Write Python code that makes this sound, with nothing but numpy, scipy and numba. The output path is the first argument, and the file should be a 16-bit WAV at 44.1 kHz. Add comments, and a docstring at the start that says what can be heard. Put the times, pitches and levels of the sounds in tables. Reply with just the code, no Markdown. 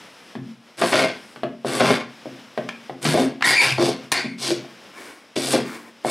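"""Scraping a strip of wood

A small steel scraper is pushed along a strip of wood held on a workbench, in a small room that rings.
Filtered noise makes the hiss of the sole, uneven grains tear the fibres, and slips make the bench judder.
Sudden contacts excite the bench and the steel as knocks and clicks; wavering sines hum, groan and squeal.
Once the blade chatters and squeals, once it catches with a snap."""
import sys
import numpy as np
from scipy import signal
from scipy.fft import rfft, irfft
from scipy.io import wavfile
from scipy.ndimage import uniform_filter1d
from numba import njit

SR = 44100
rng = np.random.default_rng(int(sys.argv[2]) if len(sys.argv) > 2 else 0)


def output_pcm(signal):
    """Save a mono or channel-first signal as 16-bit PCM at the path in sys.argv[1].

    Samples are clipped to [-1, 1] before scaling.
    """
    pcm = np.clip(np.atleast_2d(signal).T, -1, 1) * 32767
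    wavfile.write(sys.argv[1], SR, np.round(pcm).astype(np.int16))


N = 269010  # length in samples
TIME = np.arange(N) / SR  # seconds


def undb(db):
    """Decibels to gain."""
    return 10 ** (np.asarray(db) / 20)


def unit(x):
    """Scale to rms 1."""
    return x / np.sqrt(np.mean(x ** 2))


def join(tables, column):
    """Draw one column of several tables as a continuous curve over time."""
    rows = np.vstack(tables)
    return np.interp(TIME, rows[:, 0], rows[:, column])


def loudness(tables):
    """Gain from the dB column of each table, silent between them."""
    inside = sum((TIME >= rows[0][0]) & (TIME <= rows[-1][0]) for rows in tables)
    soft_gate = uniform_filter1d(np.minimum(inside, 1.), size=128)
    return soft_gate * undb(join(tables, 1))


def envelope(start, rise, length, fade_db_per_s):
    """Rise, hold until the length is over, then fade evenly in dB."""
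    age = TIME - start
    fade_db = -fade_db_per_s * np.clip(age - length, 0, 2)
    return np.clip(age / rise, 0, 1) * undb(fade_db)


def ring(x, response):
    """Pass a sound through an impulse response."""
    return signal.fftconvolve(x, response)[:len(x)]


def colour(points, size=2048):
    """Causal response of unit energy with the given spectrum."""
    hz, db = np.transpose(points)
    bins = np.log(np.fft.rfftfreq(size, 1 / SR) + 1)
    log_gain = np.log(undb(np.interp(bins, np.log(hz), db)))
    # folding the cepstrum forward in time puts the energy at the start
    cepstrum = irfft(log_gain)[:size // 2]
    cepstrum[1:] *= 2
    response = irfft(np.exp(rfft(cepstrum, size)))
    return response / np.linalg.norm(response)


@njit
def svf(x, hz, width):
    """State-variable band-pass whose centre and width may move."""
    y, band_state, low_state = np.empty(len(x)), 0., 0.
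    for i in range(len(x)):
        g = np.tan(np.pi * min(hz[i] / SR, .45))
        k = width[i] / hz[i]
        v = (band_state + g * (x[i] - low_state)) / (1 + g * (g + k))
        band_state = 2 * v - band_state
        low_state += 2 * g * v
        y[i] = k * v
    return y


def band(x, hz, width):
    """One resonance, gain 1 at its centre."""
    steady = np.zeros(len(x))
    return svf(x + 1e-18, hz + steady, width + steady)


def walk(rate):
    """Smooth chance with rms 1, drawn anew about rate times per second."""
    hold = max(int(SR / rate), 1)
    steps = np.repeat(rng.standard_normal(N // hold + 1), hold)
    return unit(uniform_filter1d(steps, hold)[:N])


def grains(rate, spread_db):
    """Tiny fractures at random moments and of very uneven size."""
    happens = rng.random(N) < rate / SR
    sign = rng.choice([-1, 1], N)
    size = undb(spread_db * np.minimum(rng.exponential(size=N), 4))
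    return unit(happens * sign * size)


def slips(rate, uneven):
    """Stick and slip: the phase of each cycle, and a pulse where it lets go."""
    phase = np.cumsum(rate * np.exp(uneven * walk(170)) / SR) % 1
    lets_go = np.diff(phase, prepend=0) < 0
    return phase, lets_go * undb(4.1 * walk(300))


def add(track, s, sound, db):
    """Place a sound at a time with the given peak level."""
    start = int(s * SR)
    scaled = sound * undb(db) / np.abs(sound).max()
    track[start:start + len(sound)] += scaled[:N - start]


# how long the room rings at each pitch: pitch_hz, time_to_fall_60_db_s
ROOM_DECAY = [(150, 0.5), (400, 0.32), (1000, 0.28), (2500, 0.4), (5000, 0.18), (10000, 0.12)]


def room(x, wet_db, size=26000):
    """Dense reflections of a small room, with its own dying time for each range of pitch."""
    t, hz = np.arange(size) / SR, np.fft.rfftfreq(size, 1 / SR)
    centres, t60s = np.transpose(ROOM_DECAY)
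    noise = rfft(rng.standard_normal(size))
    shares = [np.interp(np.log(hz + 1), np.log(centres), row) for row in np.eye(len(ROOM_DECAY))]
    tail = sum(irfft(noise * share) * undb(-60 * t / t60) for share, t60 in zip(shares, t60s))
    tail *= np.minimum(t / 0.0037, 1)
    return x + undb(wet_db) * ring(x, tail / np.linalg.norm(tail))


# colour of the background hiss and of the swish: pitch_hz, level_db (per Hz)
AIR_SPECTRUM = [(18, -95), (30, -28), (174, -4.5), (204, 1.5), (372, -5), (510, -1), (699, -4.5), (885, -5),
                (2810, -7.5), (3120, -7.5), (4620, -14.5), (5130, -9), (6670, -21), (10400, -25),
                (15900, -38)]
STILL_DB = -51  # background hiss


def air():
    """Faint background noise whose level slowly wavers."""
    hiss = unit(ring(rng.standard_normal(N), colour(AIR_SPECTRUM)))
    return hiss * undb(STILL_DB + 3.3 * walk(11))


# low notes of the bench that hum: pitch_hz, level_db (relative to the drive)
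HUM_NOTES = [(132, -10), (267, -9.5), (343, -11)]
HUM_SKIP_DB, HUM_KNOCK_DB = -15.5, -37  # drive by the skipping blade, and most that a knock can give
HUM_FADE_DB_PER_S = 157


def hum():
    """Pushes, skips and knocks leave the low resonances of the bench humming."""
    drive = sum(undb(judder_db - 4) * envelope(start, rise, length, HUM_FADE_DB_PER_S)
                for start, rise, length, _, _, judder_db, _, _ in PUSHES_ALONG)
    drive += sum(undb(db + HUM_SKIP_DB) * envelope(start, rise, length, fade)
                 for start, rise, length, db, _, fade in SKIP_RUNS)
    from_knocks = [undb(HUM_KNOCK_DB) * envelope(s, 0.0094, 0.08, HUM_FADE_DB_PER_S) * min(undb(db + 19.5), 1)
                   for s, db, *_ in BLOWS]
    drive += np.max(from_knocks, axis=0)
    notes = 0
    for hz, db in HUM_NOTES:
        angle = 2 * np.pi * np.cumsum(hz * (1 + 0.0252 * walk(70))) / SR
        notes += undb(db + 2.74 * walk(14)) * np.sin(angle)
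    return drive * notes


# the strip sticks and groans at one note of the bench:
# start_s, length_s, pitch_hz (about which it wavers), level_db (before 2.5 dB of gain and the flutter)
GROAN_NOTES = [(0.347, 0.13, 133.3, -36.5), (0.387, 0.15, 229.4, -41.5), (0.919, 0.18, 633.3, -26),
               (1.801, 0.16, 268.8, -24), (3.04, 0.12, 149.3, -26.5), (3.182, 0.13, 266, -21.5),
               (3.64, 0.18, 133.7, -32), (3.775, 0.116, 341.6, -20.5), (4.471, 0.094, 347.6, -26),
               (5.537, 0.11, 261.6, -23)]


def groans():
    """Stick-slip feeds one bench resonance for a moment; its pitch and strength waver."""
    out, drift, flutter = np.zeros(N), walk(70), undb(3.8 * walk(60))
    for start, length, hz, db in GROAN_NOTES:
        span = slice(int(start * SR), int((start + length) * SR))
        angle = 2 * np.pi * np.cumsum(hz * (1 + 0.022 * drift[span])) / SR
        swell = signal.windows.tukey(len(angle), .6)
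        out[span] += undb(db + 2.5) * swell * flutter[span] * np.sin(angle)
    return out


# notes of the steel blade and tool body: pitch_hz (about which it shifts), width_hz, level_db (relative)
BLADE_NOTES = [(1065, 50, 6), (1404, 87, -6.5), (1573, 114, -1.5), (1850, 61, -1), (2243, 59, 5.5),
               (2745, 33, -28), (3487, 47, -2), (4430, 73, 0), (4650, 50, 0.5), (5320, 88, -10)]


def blade(x, ring_db):
    """The steel adds its resonances, which shift a little with the grip and the load."""
    modes = 0
    for hz, width, db in BLADE_NOTES:
        mode = undb(db) * band(x, hz * (1 + 0.03 * walk(12)), width)
        modes += mode * undb(2.86 * walk(14))
    return unit(unit(x) + undb(ring_db) * unit(modes))


# the tool is drawn back lightly:
# start_s, length_s, swish_db, drag_db (blade on wood), hiss_db (sole)
DRAWS_BACK = [(-0.1, 0.4, -49, -73, -64), (1.078, 0.26, -50.5, -56.5, -59), (2.043, .8, -48, -67, -89),
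              (4.55, 0.39, -48.5, -56, -80), (4.93, .17, -47.5, -40, -53), (5.612, 0.16, -56, -35.5, -56)]
# colour of the blade dragged backwards: pitch_hz, level_db (per Hz)
DRAG_SPECTRUM = [(59, -59), (100, -38), (118, -10), (184, -34), (257, -7.5), (345, -2.5), (462, -11),
                 (764, -15), (814, -15.5), (2370, -15.5), (2800, -22.5), (9070, -29.5), (15000, -38)]
RETURN_RISE_S, RETURN_FADE_DB_PER_S = .08, 128


def returns():
    """Drawing the tool back gives a noise swish, fine grains where the blade rubs, and a sole hiss."""
    swish = unit(ring(rng.standard_normal(N), colour(AIR_SPECTRUM))) * undb(0.45 * walk(9))
    rubbing = ring(grains(rate=6000, spread_db=2.0), colour(DRAG_SPECTRUM))
    drag = blade(rubbing, ring_db=-7) * undb(2 * walk(30))
    hiss = unit(ring(rng.standard_normal(N), colour(SOLE_SPECTRUM)))
    out = np.zeros(N)
    for start, length, swish_db, drag_db, hiss_db in DRAWS_BACK:
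        mix = undb(swish_db) * swish + undb(drag_db) * drag + undb(hiss_db) * hiss
        out += mix * envelope(start, RETURN_RISE_S, length, RETURN_FADE_DB_PER_S)
    return out


# notes of the bench with the strip on it: pitch_hz, level_db (relative), time_to_fall_60_db_s
BENCH_NOTES = [(131.15, -10.5, 0.37), (148.3, -22, 0.41), (185.4, -10.5, 0.4), (232, -16, 0.9),
               (265.6, -3, 0.31), (328, -17, 0.6), (348.3, -2.5, 0.18), (379.6, 5, 0.066),
               (440.5, -7, 0.15), (495, -4.5, 0.14), (538, -13, 0.085), (603, 0.5, 0.17),
               (615.7, -15.5, 0.1), (666, -11, 0.29), (687, -2, 0.056), (810, -33, 0.039),
               (1057, -14.5, 0.21), (1104, -20, 0.2)]
# colour of the dull thud: pitch_hz, level_db (per Hz)
THUD_SPECTRUM = [(70, -26), (130, -11), (300, 3.5), (500, 0.5), (720, 0), (950, -9.5), (1400, -19),
                 (3000, -37), (8000, -67)]


def bench_response(ring_db, size=24000):
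    """A dull thud together with the ringing modes of the bench."""
    t = np.arange(size) / SR
    modes = sum((-1) ** k * undb(db - 60 * t / t60) * np.sin(2 * np.pi * hz * t)
                for k, (hz, db, t60) in enumerate(BENCH_NOTES))
    thud = colour(THUD_SPECTRUM)
    return np.pad(thud, (0, size - len(thud))) + undb(ring_db) * modes / np.linalg.norm(modes)


# tool and strip knock on the bench: start_s, peak_db (before 0.5 dB of gain),
# crack_db (treble, before 3 dB of gain), thump_db (gain of the thump), thump_pitch_hz
BLOWS = [(0.353, -21, -9.5, 10.5, 215), (0.8194, -7, 0, 11, 600), (0.9302, -5, -4, 7, 595),
         (1.3607, -24.5, -9.5, -15, 400), (1.4335, -11.5, -14, -1, 636), (1.6474, -11, -21.5, 0, 364),
         (1.8056, -5, -8, 6, 646), (2.2569, -21, -16, 9, 324), (2.5763, -11, -16, -2, 570),
         (2.8961, -19.5, -18, -1, 880), (3.052, -13, -6, 12, 220), (3.1421, -6.5, -20, 4, 517),
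         (3.221, -14.5, -25, 8, 330), (3.409, -21, 5, 9, 800), (3.7834, -12, -17, 7, 920),
         (3.824, -11.5, -21, 8, 420), (4.244, -22, -18, 24, 214), (4.5064, -14.5, -15, 8.5, 325),
         (4.647, -33.5, -23, 12, 700), (5.3635, -14.5, -18, 12, 340), (5.5411, -7.5, -21, 6, 443),
         (6.048, -9, -15.5, 8, 810)]
# colour of the crack of a hard contact: pitch_hz, level_db (per Hz)
CRACK_SPECTRUM = [(300, -48), (800, 8), (1300, 12), (2000, 8), (3200, 2), (4600, -4), (6500, -21),
                  (10000, -21), (15000, -36)]


def knocks():
    """Each blow rattles briefly and rings the bench, with a thump set by where it lands; hard contact cracks."""
    out, bench = np.zeros(N), bench_response(ring_db=0)
    t = np.arange(len(bench)) / SR
    impulse = signal.unit_impulse(len(t))
    for s, db, hard_db, thump_db, thump_hz in BLOWS:
        rattle = impulse + 0.14 * np.exp(-t / 0.0073) * rng.standard_normal(len(t))
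        blow = impulse + 0.053 * np.exp(-t / 0.0079) * rng.standard_normal(len(t))
        body = ring(blow, bench)
        thump = undb(thump_db) * band(body, thump_hz, .5 * thump_hz)
        crack = undb(hard_db + 3.0) * ring(rattle, colour(CRACK_SPECTRUM))
        add(out, s, body + thump + crack, db + 0.5)
    return out


# steel clicks on wood: start_s, peak_db, pitch_hz, width_hz (of the first of two filters)
STEEL_CLICKS = [(2.6897, -13.5, 1420, 1600), (2.6922, -16.5, 2200, 1120), (3.4227, -11, 1630, 605),
                (3.425, -2.5, 1660, 1190), (4.119, -1, 2470, 6160), (4.1204, -13, 5160, 9000),
                (4.1254, -20, 4800, 9020), (4.1372, -34, 5980, 9080)]


def clicks():
    """Short, hard contacts of the steel edge: an impulse and a puff of noise, filtered twice."""
    out, t = np.zeros(N), np.arange(2048) / SR
    for s, db, hz, width in STEEL_CLICKS:
        puff = 0.12 * np.exp(-t / 0.0024) * rng.standard_normal(len(t))
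        contact = signal.unit_impulse(len(t)) + puff
        add(out, s, band(band(contact, hz, width), hz, 2 * width), db)
    return out


# the blade skips: start_s, rise_s, length_s, level_db (before a 4.5 dB cut), tick_db, fade_db_per_s
SKIP_RUNS = [(3.44, .018, 0.096, -14, -25, 230), (3.593, 0.033, 0.081, -15.5, -28.5, 167),
             (4.117, 0.0026, 0.0078, -11, -19.5, 750), (4.135, 0.027, 0.056, -19.5, -42, 203)]
# colour of the skipping blade: pitch_hz, level_db (per Hz)
SKIP_SPECTRUM = [(80, -24), (150, -7), (330, 2), (500, -2), (720, 2), (1200, -9.5), (1700, -0.5),
                 (2500, -8.5), (3200, -3), (4000, -3.5), (4700, -3.5), (5600, -10), (8000, -17),
                 (15000, -49)]
SKIPS_PER_S = 145  # roughly, as the pace is uneven
TICKING_SHARE = 0.67  # of a run of skips; then the blade lifts and only the scrape goes on


def chatter():
    """The blade skips over the grain, with a bright tick at every release; its bending modes follow the squeal."""
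    phase, _ = slips(rate=SKIPS_PER_S, uneven=.17)
    skipping = (0.85 + np.exp(-phase / 0.19)) * grains(rate=6000, spread_db=2.5)
    scrape = blade(ring(skipping, colour(SKIP_SPECTRUM)), ring_db=-2)
    bend_hz = join(SINGING, 1)
    bending = unit(band(scrape, bend_hz, 540) + 0.36 * band(scrape, 2 * bend_hz, 370))
    tick_noise = (0.077 + np.exp(-phase / 0.24)) * rng.standard_normal(N)
    ticks = unit(ring(tick_noise, colour(SOLE_SPECTRUM)))
    body = undb(-4.5) * unit(scrape + 0.41 * bending)
    out = np.zeros(N)
    for start, rise, length, db, tick_db, fade in SKIP_RUNS:
        out += undb(db) * body * envelope(start, rise, length, fade)
        out += undb(tick_db) * ticks * envelope(start, rise, TICKING_SHARE * length, fade)
    return out


# the blade sings, one list for each squeal:
# time_s, pitch_hz (before wobble), level_db (before 1 dB of gain and flutter), roughness (0 is pure)
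SINGING = [
    [(3.432, 2049, -30, 0.4), (3.447, 1932, -12.5, 0.72), (3.47, 1885, -33, 0.86), (3.54, 2034, -26, 1),
     (3.585, 2380, -16.5, 0.4), (3.602, 2254, -13.5, 0), (3.625, 2396, -24, 0.94), (3.73, 2553, -27, 1.14)],
    [(4.123, 2280, -32, 0.76), (4.17, 2210, -30.5, 0.68), (4.25, 2185, -38.5, 0.54), (4.35, 2215, -49, 0.3)],
]


def squeal():
    """Friction locks on to a bending mode of the blade: a tone with overtones, ragged but briefly pure."""
    hz, rough = join(SINGING, 1), join(SINGING, 3)
    angle = 2 * np.pi * np.cumsum(hz * (1 + 0.129 * rough * walk(700))) / SR
    overtones_db = [0, -10.5, -22, -21, -44]
    tone = sum(undb(db) * np.sin(k * angle) for k, db in enumerate(overtones_db, start=1))
    flutter = undb(4.4 * rough * walk(280) + 1.0)
    time_and_level = [np.array(rows)[:, ::2] for rows in SINGING]
    return unit(tone) * flutter * loudness(time_and_level)


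# the tool is pushed along the strip; rasp, judder and hiss get a fixed trim below:
# start_s, rise_s, length_s, rasp_db, rasp_centre_hz, judder_db, hiss_db, hiss_swell_db_per_s
PUSHES_ALONG = [(0.767, 0.038, 0.26, -28, 2130, -29, -36, 13),
                (1.645, 0.049, 0.28, -26.5, 2200, -21.5, -37.5, 21),
                (3.012, 0.037, 0.21, -27.5, 2550, -24.5, -36, -11),
                (3.771, 0.053, 0.12, -24.5, 3690, -20, -37.5, -17),
                (4.375, .08, 0.13, -24, 4650, -26.5, -37.5, 8),
                (5.356, 0.0096, 0.18, -26.5, 3350, -23, -36, 76),
                (6.037, 0.044, .06, -25.5, 1400, -21.5, -37, 42)]
# the blade digs in during a push, with the same trims:
# start_s, length_s, rasp_db, rasp_centre_hz, judder_db
DIGS_IN = [(0.814, 0.013, -24.5, 1510, -12), (0.919, 0.12, -21, 2210, -16), (1.798, 0.13, -21.5, 1440, -15),
           (3.049, 0.017, -25, 2700, -29), (3.141, 0.058, -41, 1570, -13.5),
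           (3.779, 0.012, -24, 1090, -14.5), (5.528, 0.015, -22.5, 2230, -16)]
# colour of the tearing fibres: pitch_hz, level_db (per Hz)
FIBRE_SPECTRUM = [(300, -25), (700, -4), (1100, 2.5), (2000, -2), (3500, 0.5), (5300, -1), (6400, -4.5),
                  (9000, -19), (15000, -54)]
# colour of the sliding sole: pitch_hz, level_db (per Hz)
SOLE_SPECTRUM = [(1000, -38), (3000, -8), (4700, 0.5), (6500, -5.5), (8100, 0.5), (10300, -0.5),
                 (11500, -7), (13000, -16.5), (14000, -17), (15500, -34)]
# narrow notes of the sliding sole: pitch_hz (about which it wavers), width_hz, level_db (relative)
SOLE_NOTES = [(3500, 51, -11), (4870, 70, -7), (8070, 120, 8), (8570, 73, 7), (10230, 99, -3),
              (13500, 140, 16)]
BITE_RISE_S = 0.0034
# how fast each part dies away once the push stops
RASP_FADE_DB_PER_S, JUDDER_FADE_DB_PER_S, HISS_FADE_DB_PER_S = 190, 204, 284
WHISTLE_HZ, WHISTLE_DB = 8170, -14.5  # middle pitch and level (relative to the hiss) of the free sole
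BITE_DAMPS_DB = -2.5  # the hiss sinks while the blade is dug in


def strokes():
    """Uneven slips shake the bench and tear fibres in bursts; the sole hisses, and whistles unless dug in."""
    phase, jolts = slips(rate=130, uneven=.55)
    release = np.exp(-phase / 0.36)
    bursts = (0.6 + release) * undb(1.3 * walk(60))
    shaking = unit(jolts) + 0.43 * grains(rate=1500, spread_db=4.5)
    judder = unit(ring(shaking, bench_response(ring_db=-1.5)))
    tearing = bursts * grains(rate=5000, spread_db=2.5)
    fibres = blade(ring(tearing, colour(FIBRE_SPECTRUM)), ring_db=-4.0)

    sole = unit(ring(bursts * grains(rate=6700, spread_db=5.0), colour(SOLE_SPECTRUM)))
    singing = sum(undb(db + 2.0 * walk(12)) * band(sole, hz * (1 + 0.0043 * walk(9)), width)
                  for hz, width, db in SOLE_NOTES)
    dug_in = sum(envelope(start, BITE_RISE_S, length, HISS_FADE_DB_PER_S) for start, length, *_ in DIGS_IN)
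    dug_in = np.minimum(dug_in, 1)
    whistle = unit(band(sole, WHISTLE_HZ * (1 + 0.028 * walk(12)), 160))
    whistle = (1 - dug_in) * whistle * undb(1.9 * walk(16))
    hiss = unit(sole + 0.16 * unit(singing) + undb(WHISTLE_DB) * whistle)
    hiss = hiss * undb(BITE_DAMPS_DB * dug_in)
    grain = np.exp(0.079 * walk(25))  # the wood's grain shifts the rasp up and down

    def cut(start, rise, length, rasp_db, rasp_hz, judder_db):
        """The edge tears fibres and shakes the bench."""
        rasp = unit(0.091 * fibres + unit(band(fibres, rasp_hz * grain, 1.29 * rasp_hz)))
        torn = undb(rasp_db - 3.5) * rasp * envelope(start, rise, length, RASP_FADE_DB_PER_S)
        shaken = undb(judder_db - 7.5) * judder * envelope(start, rise, length, JUDDER_FADE_DB_PER_S)
        return torn + shaken

    out = sum(cut(start, BITE_RISE_S, *bite) for start, *bite in DIGS_IN)
    for start, rise, length, rasp_db, rasp_hz, judder_db, hiss_db, swell in PUSHES_ALONG:
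        swell_db = swell * (np.clip(TIME - start, 0, length) - length / 2)
        out += cut(start, rise, length, rasp_db, rasp_hz, judder_db)
        out += undb(hiss_db + swell_db + 3.5) * hiss * envelope(start, rise, length, HISS_FADE_DB_PER_S)
    return out


LEFT_DB = 1.2  # left channel above the right


def scene():
    """Scraping, blows and background, a little stronger on the left."""
    scraping = room(strokes() + chatter() + squeal(), wet_db=-9.5) + room(groans() + hum(), wet_db=-12.5)
    blows = room(knocks(), wet_db=-6.5) + room(clicks(), wet_db=-7)
    sides = undb(np.array([[LEFT_DB], [-LEFT_DB]]) / 2)
    return (scraping + blows + returns() + air()) * sides


TOP_HZ = 15700  # hardly anything is heard above this


def record(dry):
    """Thin the deep bass, round the peaks and cut the top."""
    thin = signal.sosfilt(signal.butter(2, 85, "high", fs=SR, output="sos"), dry)
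    rounded = np.tanh(thin)
    return signal.sosfilt(signal.ellip(8, .2, 70, TOP_HZ, fs=SR, output="sos"), rounded)


dry = scene()
out = record(dry)
output_pcm(out)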